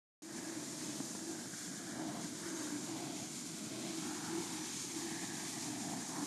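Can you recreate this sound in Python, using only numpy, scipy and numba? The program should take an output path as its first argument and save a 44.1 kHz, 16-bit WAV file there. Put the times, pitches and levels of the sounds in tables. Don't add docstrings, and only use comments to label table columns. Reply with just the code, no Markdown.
import sys
import numpy as np
from scipy import signal
from scipy.fft import rfft, irfft
from scipy.io import wavfile
from scipy.ndimage import uniform_filter1d, map_coordinates
from numba import njit

SR = 44100
rng = np.random.default_rng(int(sys.argv[2]) if len(sys.argv) > 2 else 0)


def digitize_waveform(pressure):
    field = np.atleast_2d(pressure).T
    bounded = np.clip(field, -1, 1)
    quanta = np.round(bounded * 32767).astype(np.int16)
    wavfile.write(sys.argv[1], SR, quanta)


N = 276066
TIME = np.arange(N) / SR


def undb(db):
    return 10 ** (np.asarray(db) / 20)


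def unit(x):
    return x / np.sqrt(np.mean(x ** 2))


def curves(table):
    times, *columns = np.transpose(table)
    return [np.interp(TIME, times, column) for column in columns]


def noise(colour):
    hz, db = np.transpose(colour)
    bins = np.maximum(np.fft.rfftfreq(N, 1 / SR), 1)
    gain = undb(np.interp(np.log(bins), np.log(hz), db))
    return unit(irfft(rfft(rng.standard_normal(N)) * gain, N))


def walk(rate_hz):
    hold = max(int(SR / rate_hz), 2)
    steps = np.repeat(rng.standard_normal(N // hold + 1), hold)
    return unit(uniform_filter1d(uniform_filter1d(steps, hold), hold)[:N])


@njit
def bandpass(x, hz, width_hz):
    out, band, low = np.empty(len(x)), 0., 0.
    for i in range(len(x)):
        g, damping = np.tan(np.pi * hz[i] / SR), width_hz[i] / hz[i]
        v = (band + g * (x[i] - low)) / (1 + g * (g + damping))
        band, low = 2 * v - band, low + 2 * g * v
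        out[i] = damping * v
    return out


def resonance(drive, hz, width_hz):
    centre, width = hz * np.ones(N), width_hz * np.ones(N)
    push = drive * rng.standard_normal(N) / np.sqrt(width)
    return unit(bandpass(bandpass(push, centre, width), centre, width))


def sustained(x, span_s):
    size = max(int(span_s * SR), 2)
    power = uniform_filter1d(uniform_filter1d(x ** 2, size), size)
    return x / np.sqrt(power + 1e-9)


def jet_rumble(eddies, trim_db=0.13):
    # f/Hz, level/dB
    colour = [(20, -45), (45, -43), (62, -50), (85, -16), (115, -6.5), (165, -0.8), (225, 1), (270, 0.5),
              (330, -4), (375, -7.5), (430, -12), (540, -19), (900, -24.5), (2500, -39.5)]
    # t/s, level/dB
    strength = [(0.23, -62), (0.38, -49), (0.48, -54.0), (0.75, -51), (1.08, -50.5), (1.3, -52.5),
                (1.47, -48.5), (1.58, -56.5), (1.7, -48.5), (1.88, -51), (2.0, -48), (2.2, -46.0),
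                (2.42, -51), (2.58, -50.5), (2.8, -48.5), (3.12, -49), (3.45, -51.0), (3.78, -47),
                (4.05, -49.0), (4.35, -47.5), (4.65, -51.5), (4.98, -51), (5.3, -48.5), (5.58, -50.5),
                (5.8, -46.5), (5.92, -44.5), (6.05, -49.5), (6.26, -47.5)]
    (level_db,) = curves(strength)
    return sustained(noise(colour) * undb(eddies), span_s=0.12) * undb(level_db + trim_db)


def tube_boom(eddies, trim_db=1.1, top_hz=389):
    # t/s, level/dB
    strength = [(0.23, -54.5), (0.35, -50.5), (0.47, -45.5), (0.53, -52), (0.58, -42.5), (0.7, -52),
                (0.97, -48.5), (1.15, -55), (1.3, -45.5), (1.45, -60.5), (1.62, -61.5), (1.9, -52.5),
                (2.01, -44), (2.2, -52), (2.39, -56.5), (2.49, -43.5), (2.57, -47.5), (2.77, -44.5),
                (2.8, -54.5), (2.87, -46.5), (3.2, -51.5), (3.37, -59.5), (3.55, -52.5), (3.77, -52.5),
                (3.84, -44.5), (3.92, -47), (4.01, -45.5), (4.17, -49.5), (4.33, -43.0), (4.4, -41.5),
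                (4.5, -53), (4.57, -46.5), (4.7, -53), (4.79, -56.5), (4.91, -54), (4.97, -45.5),
                (5.3, -53), (5.55, -51.0), (5.8, -47.0), (5.85, -57), (5.93, -49), (6.03, -52.5),
                (6.13, -56), (6.17, -44), (6.26, -44.5)]
    # t/s, f/Hz
    pitch = [(0.3, 323.5), (0.6, 312.3), (0.9, 308), (1.32, 326), (1.5, 304.3), (2.0, 315.7), (2.3, 309),
             (2.46, 346.7), (2.58, 312.9), (2.76, 305), (2.9, 322.8), (3.6, 308), (3.9, 332), (4.03, 313),
             (4.35, 324.1), (4.6, 329.2), (5.08, 327.2), (5.5, 318), (5.75, 292), (5.95, 305.2),
             (6.25, 290.5)]
    (level_db,), (hz,) = curves(strength), curves(pitch)
    ragged = sustained(resonance(undb(0.8 * eddies), hz, width_hz=78), span_s=0.05)
    hoot_hz = hz * (1 + 0.025 * walk(rate_hz=20) + 0.04 * walk(rate_hz=170))
    hoot = unit(np.sin(2 * np.pi * np.cumsum(hoot_hz) / SR) * undb(1.4 * eddies))
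    lock = np.clip((level_db + 53) / 12, 0, 0.75)
    boom = (np.sqrt(1 - lock) * ragged + np.sqrt(lock) * hoot) * undb(level_db + trim_db)
    return signal.sosfiltfilt(signal.butter(8, top_hz, fs=SR, output="sos"), boom)


def mouth_roar(eddies, hz, width_hz, trim_db=-0.5):
    # t/s, level/dB
    strength = [(0.23, -65.5), (0.31, -58.5), (0.5, -54), (0.62, -58), (1.0, -56), (1.2, -59), (1.41, -57),
                (1.5, -63.5), (1.64, -63.5), (1.86, -61.5), (1.99, -52), (2.17, -52), (2.31, -61),
                (2.42, -58), (2.52, -53), (2.66, -52), (2.79, -57), (2.98, -51), (3.22, -55.5),
                (3.31, -62.5), (3.56, -64), (3.85, -52.5), (3.95, -59.5), (4.06, -54.5), (4.32, -52),
                (4.62, -55.5), (4.83, -65.5), (5.0, -55), (5.55, -56), (5.86, -52.5), (5.94, -50),
                (5.99, -54.5), (6.06, -55), (6.17, -47.5), (6.26, -53.5)]
    # t/s, f/Hz, level/dB against the roar
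    mode = [(0.4, 680, -8), (0.8, 655, -4), (1.3, 697, -7), (2.05, 695, -4), (2.55, 640, -8.5),
            (3.05, 720, -10), (3.5, 680, -5), (3.85, 640, -5.5), (4.3, 700, -14), (5.2, 695, -8),
            (5.72, 695, -5), (5.88, 700, -1), (5.93, 700, -4), (6.2, 680, -16)]
    (level_db,), (ring_hz, ring_db) = curves(strength), curves(mode)
    roar = sustained(resonance(undb(0.99 * eddies), hz, width_hz), span_s=0.098)
    roar += undb(ring_db) * sustained(resonance(1, ring_hz, width_hz=85), span_s=0.12)
    roar += undb(-13) * resonance(1, hz=885, width_hz=93)
    return roar * undb(level_db + trim_db)


def mouth_rasp(eddies, hz, width_hz, trim_db=-1.17):
    # t/s, level/dB
    strength = [(0.23, -66), (0.33, -59.5), (0.5, -56), (0.7, -59.5), (1.2, -62.5), (1.55, -59.5),
                (1.9, -55.5), (2.33, -62.5), (2.46, -54), (2.68, -55), (2.83, -63.5), (3.3, -64.5),
                (3.88, -64.5), (4.06, -54), (4.3, -51), (4.42, -59), (4.68, -59), (4.82, -65), (5.0, -57),
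                (5.13, -53.5), (5.4, -54.5), (5.5, -60), (6.05, -59), (6.15, -55), (6.26, -57.5)]
    # t/s, f/Hz, level/dB against the rasp
    mode = [(0.4, 1650, -7), (1.0, 1680, -20), (1.35, 1586, -1), (1.6, 1600, -7), (1.88, 1690, -4.5),
            (2.2, 1600, -8), (2.65, 1626, -8), (3.0, 1630, -4), (3.35, 1575, -7), (3.8, 1560, -19),
            (4.9, 1670, -20), (5.12, 1670, -6), (5.25, 1700, -5), (5.4, 1610, 0), (5.55, 1660, -23)]
    (level_db,), (ring_hz, ring_db) = curves(strength), curves(mode)
    rasp = resonance(undb(2 * eddies), hz, width_hz)
    rasp += undb(ring_db) * sustained(resonance(1, ring_hz, width_hz=60), span_s=0.15)
    return rasp * undb(level_db + trim_db)


def jet():
    # t/s, roar f/Hz, roar width/Hz, rasp f/Hz, rasp width/Hz
    swing = [(0.6, 705, 577, 1700, 825), (1.9, 684, 350, 1540, 603), (2.6, 750, 950, 1560, 900),
             (3.05, 707, 252, 1510, 600), (3.8, 645, 250, 1430, 650), (4.25, 866, 372, 1411, 860),
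             (4.7, 850, 312, 1750, 820), (5.25, 830, 433, 1800, 470), (5.6, 855, 426, 1811, 450),
             (5.8, 715, 280, 1730, 450), (5.95, 826, 370, 1769, 550), (6.25, 900, 507, 1620, 780)]
    roar_hz, roar_width, rasp_hz, rasp_width = curves(swing)
    eddies = walk(rate_hz=170)
    rumble = jet_rumble(eddies)
    roar = mouth_roar(eddies, roar_hz, roar_width)
    rasp = mouth_rasp(eddies, rasp_hz, rasp_width)
    return rumble + tube_boom(eddies) + roar + rasp


def nozzle_mist(hiss_trim_db=0.89, rush_trim_db=2.5, flutter_db=0.86, sputter_db=1.0):
    # f/Hz, level/dB
    hiss_colour = [(1500, -20), (3000, -16.5), (4000, -5), (5100, -1), (6400, 3), (7300, 4), (7900, -2),
                   (8800, -0.5), (10000, -5), (11000, -11.5), (12000, -8), (14000, -47)]
    rush_colour = [(300, -38), (550, -44), (1000, 0), (1500, -3.5), (1850, -1.5), (2250, 3), (2800, -3),
                   (3200, 1), (3800, 1), (5000, -2), (9000, -30)]
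    # t/s, level/dB
    hiss_strength = [(0.23, -58), (0.31, -53), (0.37, -49.5), (0.6, -50.5), (0.86, -49), (1.05, -48),
                     (1.15, -49.5), (1.44, -52), (1.66, -50), (2.11, -53.5), (2.27, -51), (2.55, -49.5),
                     (2.84, -49.5), (2.93, -53), (3.3, -49.5), (3.6, -49), (3.72, -51.5), (4.16, -48.5),
                     (4.23, -48.5), (4.35, -48), (4.55, -49), (4.82, -46.5), (4.93, -47.5), (5.3, -47.5),
                     (5.61, -47), (5.76, -50.5), (5.85, -48), (6.26, -48.5)]
    # t/s, level/dB
    rush_strength = [(0.23, -70), (0.38, -60.5), (0.7, -62.5), (0.9, -55.5), (1.05, -61.5), (1.45, -62.5),
                     (2.1, -59.5), (2.4, -60.5), (2.85, -59), (3.1, -56), (3.42, -59.5), (3.85, -55),
                     (4.15, -56), (4.6, -55.5), (4.72, -54), (4.9, -56), (5.12, -55), (5.6, -56.5),
                     (6.26, -60.5)]
    (hiss_db,), (rush_db,) = curves(hiss_strength), curves(rush_strength)
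    flutter = undb(flutter_db * walk(rate_hz=30))
    hiss = noise(hiss_colour)
    bright = bandpass(hiss, hz=np.full(N, 6800.), width_hz=np.full(N, 1500.))
    hiss += (undb(sputter_db * walk(rate_hz=22)) - 1) * bright
    rush = noise(rush_colour) * undb(rush_db + rush_trim_db)
    return flutter * (hiss * undb(hiss_db + hiss_trim_db) + rush)


def ground_echo(x, lag_s, sway, reflect_db):
    lag = lag_s * np.exp(sway * walk(rate_hz=1.5))
    echo = map_coordinates(x, [(TIME - lag) * SR], order=3)
    return (x + undb(reflect_db) * echo) / np.hypot(1, undb(reflect_db))


def hollow(x, notch, width_hz):
    hz, depth = curves(notch)
    return x - np.clip(depth, 0, 1) * bandpass(x, hz, width_hz * np.ones(N))


def thumps(decay_s=0.003, knock_db=-1, knock_hz=780, knock_decay_s=0.0006, low_cut_hz=130):
    # t/s, level/dB, f/Hz
    blows = [(0.63, -37, 310), (0.895, -36, 303), (1.003, -29, 290), (1.151, -32.5, 280),
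             (1.996, -31.5, 292), (4.44, -35, 326), (5.936, -32, 240)]
    out = np.zeros(N)
    for start_s, db, hz in blows:
        age = np.maximum(TIME - start_s, 0)
        body = np.sin(2 * np.pi * hz * age) * np.exp(-age / decay_s)
        knock = np.sin(2 * np.pi * knock_hz * age) * np.exp(-age / knock_decay_s)
        out -= undb(db) * (body + undb(knock_db) * knock)
    return signal.sosfilt(signal.butter(4, low_cut_hz, "high", fs=SR, output="sos"), out)


def nozzle_whistles(width_hz=97):
    # centre t/s, length/s, f/Hz, level/dB
    tones = [(0.82, 0.18, 6370, -58), (2.57, 0.31, 6480, -55), (3.35, .22, 7100, -58),
             (4.64, .18, 5930, -54), (4.81, 0.34, 6250, -57), (4.83, .5, 6530, -56.5)]
    out = np.zeros(N)
    for centre_s, length_s, hz, db in tones:
        swell = np.cos(np.pi * np.clip((TIME - centre_s) / length_s, -0.5, 0.5))
        out += undb(db) * swell * sustained(resonance(1, hz, width_hz), span_s=0.04)
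    return out


def scene():
    # t/s, f/Hz, depth/0-1
    lower_notch = [(0.4, 770, 0.3), (0.7, 754, 0.8), (1.05, 720, .6), (1.3, 760, 0.14), (2.1, 799.5, 0),
                   (2.55, 754, 1), (2.899, 674, 0.16), (3.8, 520, 0.36), (4.4, 590, 0.4), (4.8, 646, 0.3),
                   (5.35, 540, 0.5), (5.8, 535, 0.6), (5.93, 557, 0.3), (6.2, 640, 0)]
    upper_notch = [(0.9, 2200, .1), (1.2, 2150, .4), (1.75, 2670, 0.9), (2.6, 2450, 0.4), (2.9, 1780, .1),
                   (3.2, 1780, 0.63), (3.6, 1850, 0.3), (3.85, 1930, 0), (4.12, 2060, 1), (4.4, 2080, 0),
                   (4.85, 2020, 0.7), (5.0, 1450, 0.39), (5.15, 1430, 0.65), (5.8, 1460, 0),
                   (6.25, 1500, 0.01)]
    spray = ground_echo(nozzle_mist() + nozzle_whistles(), lag_s=0.002, sway=0.25, reflect_db=-17)
    machine = hollow(jet(), lower_notch, width_hz=132) + spray
    mono = hollow(machine, upper_notch, width_hz=190) + thumps()
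    return np.array([mono, mono])


def record(dry, open_s=0.221, top_hz=12100):
    opened = dry * (TIME >= open_s)
    return signal.sosfilt(signal.ellip(12, 0.2, 80, top_hz, fs=SR, output="sos"), opened)


dry = scene()
out = record(dry)
digitize_waveform(out)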